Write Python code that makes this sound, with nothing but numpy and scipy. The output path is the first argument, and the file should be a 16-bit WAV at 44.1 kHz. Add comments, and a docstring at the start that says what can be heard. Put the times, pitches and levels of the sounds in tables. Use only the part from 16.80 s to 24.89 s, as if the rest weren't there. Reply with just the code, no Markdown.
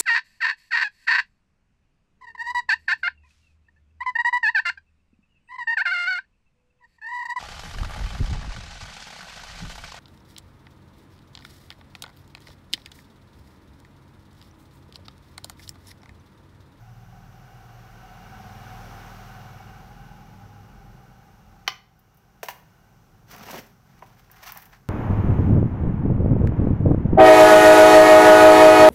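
"""A slow diesel vehicle passes outside a small workshop and fades: wavering engine orders, rumble, tyre roar
and hiss, bands ringing in the roar and an early hum. At the bench a soldering iron drops into its stand, a spool
is set down, a plastic frame is dragged aside and a circuit board slides and ticks: noise bursts and random
catches through resonances, with reverberation. A phone microphone with gain control listens from close above."""
import sys
import numpy as np
from scipy import signal
from scipy.fft import rfft, irfft, next_fast_len
from scipy.io import wavfile
from scipy.ndimage import uniform_filter1d, map_coordinates

SR = 44100
rng = np.random.default_rng(int(sys.argv[2]) if len(sys.argv) > 2 else 0)


def attenuation_scalar(level_db):
    """Turn a level in dB into a linear amplitude multiplier (20 dB per decade)."""
    decades = np.asarray(level_db, float) / 20
    return 10 ** decades


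def bounce(signal):
    """Save signal as a 16-bit WAV file at the path given by the first command-line argument."""
    frames = np.transpose(np.atleast_2d(signal))
    limited = np.clip(frames, -1, 1)
    pcm = np.round(limited * 32767).astype(np.int16)
    wavfile.write(sys.argv[1], SR, pcm)


N = 356724

# low vehicle sounds: (time [s], engine drone level [dB], rumble level [dB])
LOW_LEVELS = [(0, -44.5, -58), (.6, -43.5, -52.5), (1, -46, -53), (1.5, -42.5, -52), (2.5, -44.5, -54.5),
              (3.2, -45.5, -49), (3.9, -51, -52), (4.8, -52.5, -55), (5.2, -64, -55), (6.1, -59.5, -55.5),
              (8.09, -59.5, -57.5)]
# bench top modes: (centre [Hz], width [Hz], relative level [dB])
BENCH_MODES = [(219, 24, 10.5), (385, 72, 7.5), (587, 240, 0.5), (800, 73, -0.5), (980, 110, -2),
               (1585, 300, -4), (2000, 400, -4.5), (2850, 450, -7)]
ROAR_DB = -46  # passing vehicle's roar when nearest


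def unit(x):
    """Scales to rms 1."""
    return x / np.sqrt(np.mean(x ** 2) + 1e-20)


def along(points, hz):
    """Reads (Hz, value) points on a log frequency axis."""
    f, v = np.transpose(points)
    return np.interp(np.log(hz + 1), np.log(f + 1), v)


def curves(rows):
    """One value per sample for each column after the time."""
    s, *cols = np.transpose(rows)
    return [np.interp(np.arange(N) / SR, s, c) for c in cols]


def wobble(rate_hz):
    """Smooth random curve with rate_hz knots a second."""
    knots = rng.standard_normal(int(N * rate_hz / SR) + 4)
    return map_coordinates(knots, [np.arange(N) * rate_hz / SR])


def filtered(x, response):
    """x times a complex response of frequency."""
    m = 2 * next_fast_len(len(x) // 2 + 4096)
    return irfft(rfft(x, m) * response(np.fft.rfftfreq(m, 1 / SR)), m)[:len(x)]


def coloured(x, spectrum):
    """x shaped by a spectrum, cut an octave beyond its end points, rms 1."""
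    low_hz, high_hz = spectrum[0][0] / 2, spectrum[-1][0] * 2
    return unit(filtered(x, lambda hz: attenuation_scalar(along(spectrum, hz)) * (hz > low_hz) * (hz < high_hz)))


def resonances(modes):
    """Causal response of damped (Hz, width, dB) modes with alternating signs."""
    def response(f):
        total = 0
        for k, (centre, width, db) in enumerate(modes):
            damping = 1j * f * width
            total = total + (-1) ** k * attenuation_scalar(db) * damping / (centre * centre - f * f + damping)
        return total
    return response


def highpass(corner_hz):
    """First-order high-pass response."""
    return lambda f: 1j * f / (corner_hz + 1j * f)


def burst(t60_s, rise_s):
    """Puff of noise with a fast onset and exponential decay."""
    t = np.arange(SR // 8) / SR
    envelope = attenuation_scalar(-60 * t / max(t60_s, .002)) * (1 - np.exp(-t / rise_s))
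    return envelope * rng.standard_normal(len(t))


def add(track, s, sound, peak_db):
    """Lays a sound into the track at s seconds with its peak at peak_db."""
    track[round(s * SR):][:len(sound)] += attenuation_scalar(peak_db) * sound / np.abs(sound).max()


def nearness():
    """Gain of a source driving by in a straight line: 1 over distance, 1 when nearest."""
    nearest_s, span_s = 2.122, 0.51  # span: time to drive one nearest distance
    return 1 / np.hypot(1, (np.arange(N) / SR - nearest_s) / span_s)


def engine():
    """Sines at multiples of the firing rate, each wavering in level and phase."""
    # engine orders: (multiple of firing rate, level approaching [dB], level leaving [dB])
    orders = [(2, -8, -5), (3, -20.5, -11.5), (4, -27.5, -13), (5, -14, 0), (6, -1.5, -6.5),
              (7, -6.5, -10.5), (8, -30, -9.5), (9, -11, -5.5), (10, -14, -8), (11, -14.5, -7),
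              (13, -31, -12)]
    # firing rate: (time [s], rate [Hz])
    firing = [(0, 19.2), (1.9, 19.9), (3, 20.1), (4.7, 20.7), (8.09, 21.9)]
    turns = np.cumsum(curves(firing)[0]) / SR
    passed, = curves([(.9, 0.18), (2, 0.92)])  # share of the leaving levels
    far_db_per_order, = curves([(4, -0.15), (5.5, -0.3)])  # far away the high orders fade
    drone = np.zeros(N)
    for k, front_db, rear_db in orders:
        level_db = front_db + passed * (rear_db - front_db) + k * far_db_per_order + 3.9 * wobble(3.008)
        phase = 2 * np.pi * (k * turns + rng.random()) + 0.5 * wobble(2.99)
        drone += attenuation_scalar(level_db) * np.sin(phase)
    return attenuation_scalar(curves(LOW_LEVELS)[0]) * drone


def rumble():
    """Low coloured noise with a wavering level."""
    # spectrum: (frequency [Hz], relative level [dB])
    spectrum = [(20, -24), (40, -4.5), (80, -10), (125, -3), (180, -6), (260, -17.5), (400, -15),
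                (700, -27.5)]
    level_db = curves(LOW_LEVELS)[1] + 2.0 * wobble(3.16)
    return attenuation_scalar(level_db) * coloured(rng.standard_normal(N), spectrum)


def tyres():
    """Roar and hiss: coloured noise following 1 over distance, above a steady street."""
    # spectra: (frequency [Hz], relative level [dB])
    roar_spectrum = [(200, -14), (400, 0), (800, -3), (1500, -1), (1750, -6.5), (3300, -14), (6000, -22),
                     (9000, -49.5)]
    hiss_spectrum = [(300, -3.5), (1000, -4.5), (3000, -13), (7000, -4), (16000, -11)]
    hiss_db, street_roar_db, street_hiss_db = -55, -75, -68  # hiss_db: when nearest
    roar = np.hypot(attenuation_scalar(ROAR_DB) * nearness(), attenuation_scalar(street_roar_db))
    hiss = np.hypot(attenuation_scalar(hiss_db) * nearness(), attenuation_scalar(street_hiss_db))
    return (roar * coloured(rng.standard_normal(N), roar_spectrum)
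            + hiss * coloured(rng.standard_normal(N), hiss_spectrum))


def hollow_roar():
    """Narrow noise bands over the roar: one drifts as the vehicle moves, fixed ones ring loudest as it passes."""
    # drifting band: (time [s], centre [Hz], width [Hz], level re roar [dB])
    drifting = [(0, 764, 140.1, -3.5), (2.3, 753, 140.8, -6.5), (3.5, 820.4, 89.44, -2),
                (4.8, 800, 121.2, -4.5), (6, 797, 128.1, -12)]
    # fixed bands, applied twice: (centre [Hz], width per pass [Hz], relative level per pass [dB])
    fixed = [(1270, 110, -3), (1510, 90, 1.5), (2240, 80, -3), (2850, 180, -4)]
    hz, width, db = curves(drifting)
    knots = np.cumsum(width) / SR
    a, b = (map_coordinates(row, [knots]) for row in rng.standard_normal((2, 2000)))
    low = np.real((a + 1j * b) * np.exp(2j * np.pi * np.cumsum(hz) / SR))
    once = filtered(rng.standard_normal(N), resonances(fixed))
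    upper = unit(filtered(once, resonances(fixed)))
    return attenuation_scalar(ROAR_DB) * nearness() * (attenuation_scalar(db) * low + attenuation_scalar(-6.5 + 1.9 * wobble(6.5)) * upper)


def hum():
    """Fuzzy low hum: noise through a narrow resonance twice, fading out early."""
    # band, applied twice: (centre [Hz], width per pass [Hz], level before the fade [dB])
    settings = (128, 8, -50)
    centre_hz, width_hz, level_db = settings
    end_s = 1.1
    band = resonances([(centre_hz, width_hz, 0)])
    fade = np.clip(end_s - np.arange(N) / SR, 0, .5) * 2
    return attenuation_scalar(level_db) * fade * unit(filtered(rng.standard_normal(N), lambda f: band(f) ** 2))


def iron():
    """A faint touch, then the drop: a blow and short rattle through metal modes, a thud in the bench."""
    # iron and stand: (centre [Hz], width [Hz], relative level [dB])
    modes = [(773, 62, -9.5), (1032, 38, -5.5), (1190, 43, -4), (1542, 100, -7), (1870, 54, -6.5),
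             (2015, 59, -2.5), (2464, 330, -9.5), (2924, 90, -4), (3022, 85, -0.5), (3580, 37, -9.5),
             (3994, 49, -15.5), (4486, 110, -7.5), (5100, 80, -12), (5430, 49, -9), (5975, 150, -12.5)]
    drop_s = 4.8775
    track = np.zeros(N + SR)
    blow = np.arange(SR // 8) == 0
    metal = resonances(modes)
    # the free end rings on, most near 2 kHz
    free_end = [(hz, 0.2 * width, db - 15 * abs(np.log2(hz / 2030))) for hz, width, db in modes]
    add(track, 4.866, filtered(burst(0.034, rise_s=0.0023), resonances([(1375, 360, 0)])), -42)
    add(track, drop_s, filtered(blow, metal), -8)
    add(track, drop_s, filtered(burst(0.059, rise_s=0.0016), metal), -18)
    add(track, drop_s, filtered(blow, resonances(free_end)), -29)
    add(track, 4.92, filtered(blow, metal), -30)  # small bounce
    add(track, drop_s, filtered(blow, resonances(BENCH_MODES[1:])), -22)
    add(track, drop_s, filtered(burst(0.03, rise_s=.0001), resonances([(3800, 2000, 0)])), -17)
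    return track[:N]


def knocks():
    """Each blow shakes the bench modes from its own pitch upward; hard edges ring upper modes and crack."""
    # things set down or bumped: (time [s], peak [dB], hard edge re peak [dB], contact pitch [Hz])
    blows = [(5.63, -19.5, -5, 594), (5.659, -36, 1, 1680), (5.685, -19.5, -4.5, 980),
             (5.699, -38, 3.5, 1450), (5.707, -33.5, -1.5, 1150), (6.548, -39, -8, 974),
             (6.581, -36, -4, 1570), (6.609, -38, -8, 905), (6.666, -39, -17, 303), (6.685, -31, -15, 1870),
             (6.7, -33.5, -12, 1010), (6.739, -27.5, -18, 375), (6.778, -35, 0, 298),
             (7.223, -30, -33, 710), (7.499, -44, -18, 990), (7.568, -43, -15, 1280),
             (7.639, -34.5, -8, 2290), (7.676, -28, -19, 1790), (7.72, -35.5, -8, 1220),
             (7.748, -46, -2, 1490), (7.759, -38.5, -13, 804), (7.824, -43, 0, 1200)]
    track = np.zeros(N + SR)
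    for s, db, edge_db, hz in blows:
        push_t60_s = 0.04 * (1000 / hz) ** 0.68  # lower blows last longer
        push = burst(push_t60_s, rise_s=0.00014)
        push[0] = 12  # first contact is one clean blow
        own_pitch = resonances([(hz, 1.2 * hz, 0)])
        contact = filtered(push, lambda f: own_pitch(f) ** 2)
        contact = filtered(contact, lambda f: highpass(hz)(f) ** 2)  # small parts barely move the lowest modes
        edge = filtered(push, lambda f: highpass(1600)(f) ** 2 * resonances(BENCH_MODES[-3:])(f))
        crack = filtered(burst(1.32 * push_t60_s, rise_s=0.00023), highpass(4000))
        add(track, s, filtered(contact, resonances(BENCH_MODES)), db)
        add(track, s, edge, db + edge_db)
        add(track, s, crack, db + edge_db + 4.0)
    return track[:N]


def ticks():
    """Tiny hard contacts: a short bright puff around a given centre frequency; longer ones start softer."""
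    # ticks of parts: (time [s], peak [dB], centre [Hz])
    contacts = [(4.8775, -18, 13450), (5.1925, -35, 13200), (5.3438, -42, 13300), (5.372, -36, 14000),
                (6.563, -28, 14300), (6.714, -20, 5540), (6.865, -38, 6220), (7.271, -45, 6050),
                (7.3856, -45, 14400), (7.5149, -27, 13240), (7.6889, -25, 13800), (7.721, -14.5, 14100),
                (7.7483, -30, 14300), (7.774, -15, 14200), (7.82, -28, 12420), (7.856, -30, 12000)]
    track = np.zeros(N + SR)
    for s, db, hz in contacts:
        t60_s = 0.023 * attenuation_scalar(0.43 * (-23 - db))  # harder is shorter; 23 ms at -23 dB
        push = burst(t60_s, rise_s=t60_s / 40)
        push[0] = 6  # clean first contact
        add(track, s, filtered(np.diff(push, prepend=0), resonances([(hz, 0.97 * hz, 0)])), db)
    return track[:N]


def loose_bits(count):
    """Loose bits of a sliding part: short decaying pings at random moments and pitches."""
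    # (rate [1/s], middle pitch [Hz], range each side [octaves], 60 dB decay [cycles], level re body [dB])
    settings = (195, 1447, 1.35, 31, -6.5)
    per_second, middle_hz, octaves, cycles, level_db = settings
    track, t = np.zeros(count + 2048), np.arange(2048) / SR
    for at, pitch, size in rng.random((round(count / SR * per_second), 3)):
        hz = middle_hz * 2 ** (octaves * (2 * pitch - 1))
        ping = attenuation_scalar(21.6 * size - 60 * t * hz / cycles) * np.sin(2 * np.pi * hz * t)
        track[int(at * count):][:len(t)] += ping
    return attenuation_scalar(level_db) * unit(track[:count])


def stroke(rows, spectrum, per_second, spread_db, bench_db):
    """Grit catches at random moments under a sliding part, driving body, rasp and bench; loose bits ring."""
    struck = rng.random((2, N)) < per_second / SR
    catches = struck * attenuation_scalar(spread_db * np.minimum(rng.exponential(size=(2, N)), 3.5))
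    slip = signal.lfilter([1], [1, -np.exp(-1 / (0.0024 * SR))], catches)  # each catch lets go within ms
    waver = attenuation_scalar(3.1 * np.array([wobble(60), wobble(60)]))
    coarse, fine = (slip / slip.mean() + 0.42) * waver * rng.standard_normal((2, N))
    body = coloured(coarse, [p for p in spectrum if p[0] <= 4000])
    # pressure drives the low modes most
    bench = filtered(body, lambda f: resonances(BENCH_MODES)(f) / (1 + 1j * f / 500))
    rasp = coloured(fine, [(2000, -6.0)] + [p for p in spectrum if p[0] >= 4000])
    span = slice(round(rows[0][0] * SR), round(rows[-1][0] * SR))
    body_db, rasp_db = np.array(curves(rows))[:, span]
    part = unit(body[span]) + loose_bits(count=len(body_db)) + attenuation_scalar(rasp_db) * unit(rasp[span])
    track = np.zeros(N)
    track[span] = attenuation_scalar(body_db) * part
    track[span] += attenuation_scalar(2 * body_db + bench_db) * unit(bench[span])  # only firm pressure wakes the bench
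    return track


def frame():
    """Plastic frame dragged aside: random catches with strong low body."""
    # drag: (time [s], body level [dB], rasp re body [dB])
    rows = [(6.47, -64, 1), (6.505, -53, 9.5), (6.57, -47, -8), (6.655, -49, -2), (6.672, -41.5, -6),
            (6.735, -44.5, 5.5), (6.795, -42.5, -1), (6.815, -62, 6), (6.93, -68, -5)]
    # spectrum: (frequency [Hz], relative level [dB])
    spectrum = [(120, -2.5), (215, 7.5), (390, 1), (1000, -0.5), (2000, -4.5), (4000, -12.5),
                (16000, -14.5)]
    return stroke(rows, spectrum, 700, spread_db=2.0, bench_db=43.0)


def board():
    """Circuit board sliding: denser, more uneven catches with little low body."""
    # slide: (time [s], body level [dB], rasp re body [dB])
    rows = [(7.05, -71, 2), (7.25, -62.5, -0.5), (7.47, -71.5, 5.5), (7.52, -59.5, 1), (7.622, -59, 2),
            (7.635, -52, 9), (7.695, -47, 4), (7.745, -55, -13), (7.765, -40.5, -22), (7.8, -63.5, 11),
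            (7.87, -54.5, -13), (7.905, -65, -6), (7.935, -51, -3), (7.99, -73, 1)]
    # spectrum: (frequency [Hz], relative level [dB])
    spectrum = [(400, -49), (750, 2), (1800, 2.5), (2500, -6), (4000, -13), (16000, -17.5)]
    return stroke(rows, spectrum, 800, spread_db=3.5, bench_db=25)


def room(x):
    """Reverberation from 4.7 s on: noise tails decaying per frequency, a new one every third of a second."""
    # workshop decay: (frequency [Hz], t60 [s])
    decay = [(300, 0.46), (2000, 0.41), (6000, 0.35), (14000, 0.39)]
    wet, step = np.zeros(N + SR), SR // 3
    for at in range(round(4.7 * SR), N, step):
        hz, t, z = signal.stft(rng.standard_normal(SR // 2), SR, nperseg=256)
        tail = signal.istft(z * attenuation_scalar(-60 * t / along(decay, hz)[:, None]), SR, nperseg=256)[1]
        piece = signal.fftconvolve(x[at:at + step], tail / np.linalg.norm(tail))
        wet[at + 200:][:len(piece)] += piece  # 200 samples of pre-delay
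    return wet[:N]


def scene():
    """Passing vehicle outside plus bench sounds with their reverberation."""
    bench = iron() + knocks() + ticks() + frame() + board()
    vehicle = engine() + rumble() + tyres() + hollow_roar() + hum()
    return (vehicle + bench + attenuation_scalar(-10.0) * room(bench))[None]


def gain_control(x, knee_db, share, release_db):
    """Loud moments pull the gain down after a short lag; it climbs back release_db a second."""
    level_db = 10 * np.log10(np.abs(uniform_filter1d(x ** 2, 400)) + 1e-12)
    climb_db = release_db * np.arange(N) / SR
    excess_db = share * np.maximum(level_db - knee_db, 0)
    cut_db = np.maximum.accumulate(excess_db + climb_db) - climb_db
    keep = np.exp(-1 / (.06 * SR))  # 60 ms lag
    return x * attenuation_scalar(-signal.lfilter([1 - keep], [1, -keep], cut_db))


def microphone(hz):
    """Minimum-phase response of port and cavity, from the folded cepstrum."""
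    # microphone behind its port: (frequency [Hz], level [dB])
    port = [(30, 0), (600, -5), (1000, -2), (5700, -2.5), (6800, -9), (9500, -10), (11500, -6.5),
            (13500, 0.5), (15600, -2.5), (15950, -15), (16600, -49)]
    # air resonances of the clamp around it: (centre [Hz], width [Hz], level [dB])
    cavity = [(755, 108, 7), (6070, 1200, 3.5)]
    cavity_power = 1 + sum(np.abs(resonances([mode])(hz)) ** 2 for mode in cavity)
    cepstrum = irfft(np.log(attenuation_scalar(along(port, hz)) * cavity_power ** .5))
    cepstrum[1:len(hz) - 1] *= 2
    cepstrum[len(hz):] = 0
    return np.exp(rfft(cepstrum))


def microphone_hiss():
    """Steady noise with the microphone's colour and softened lows."""
    noise = rng.standard_normal(N)
    return attenuation_scalar(-84.5) * unit(filtered(noise, lambda hz: microphone(hz) * hz / (hz + 900)))


def low_pass(x):
    """Removes everything above the highest recorded frequency."""
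    return signal.sosfilt(signal.butter(12, 17010, fs=SR, output="sos"), x)


def record(dry):
    """Microphone colour, then gain control; the hiss is added after it at a steady level."""
    heard = gain_control(filtered(dry[0], microphone), knee_db=-27.0, share=0.92, release_db=9.0)
    mix = (heard + microphone_hiss())[None]
    return low_pass(mix)


dry = scene()
out = record(dry)
bounce(out)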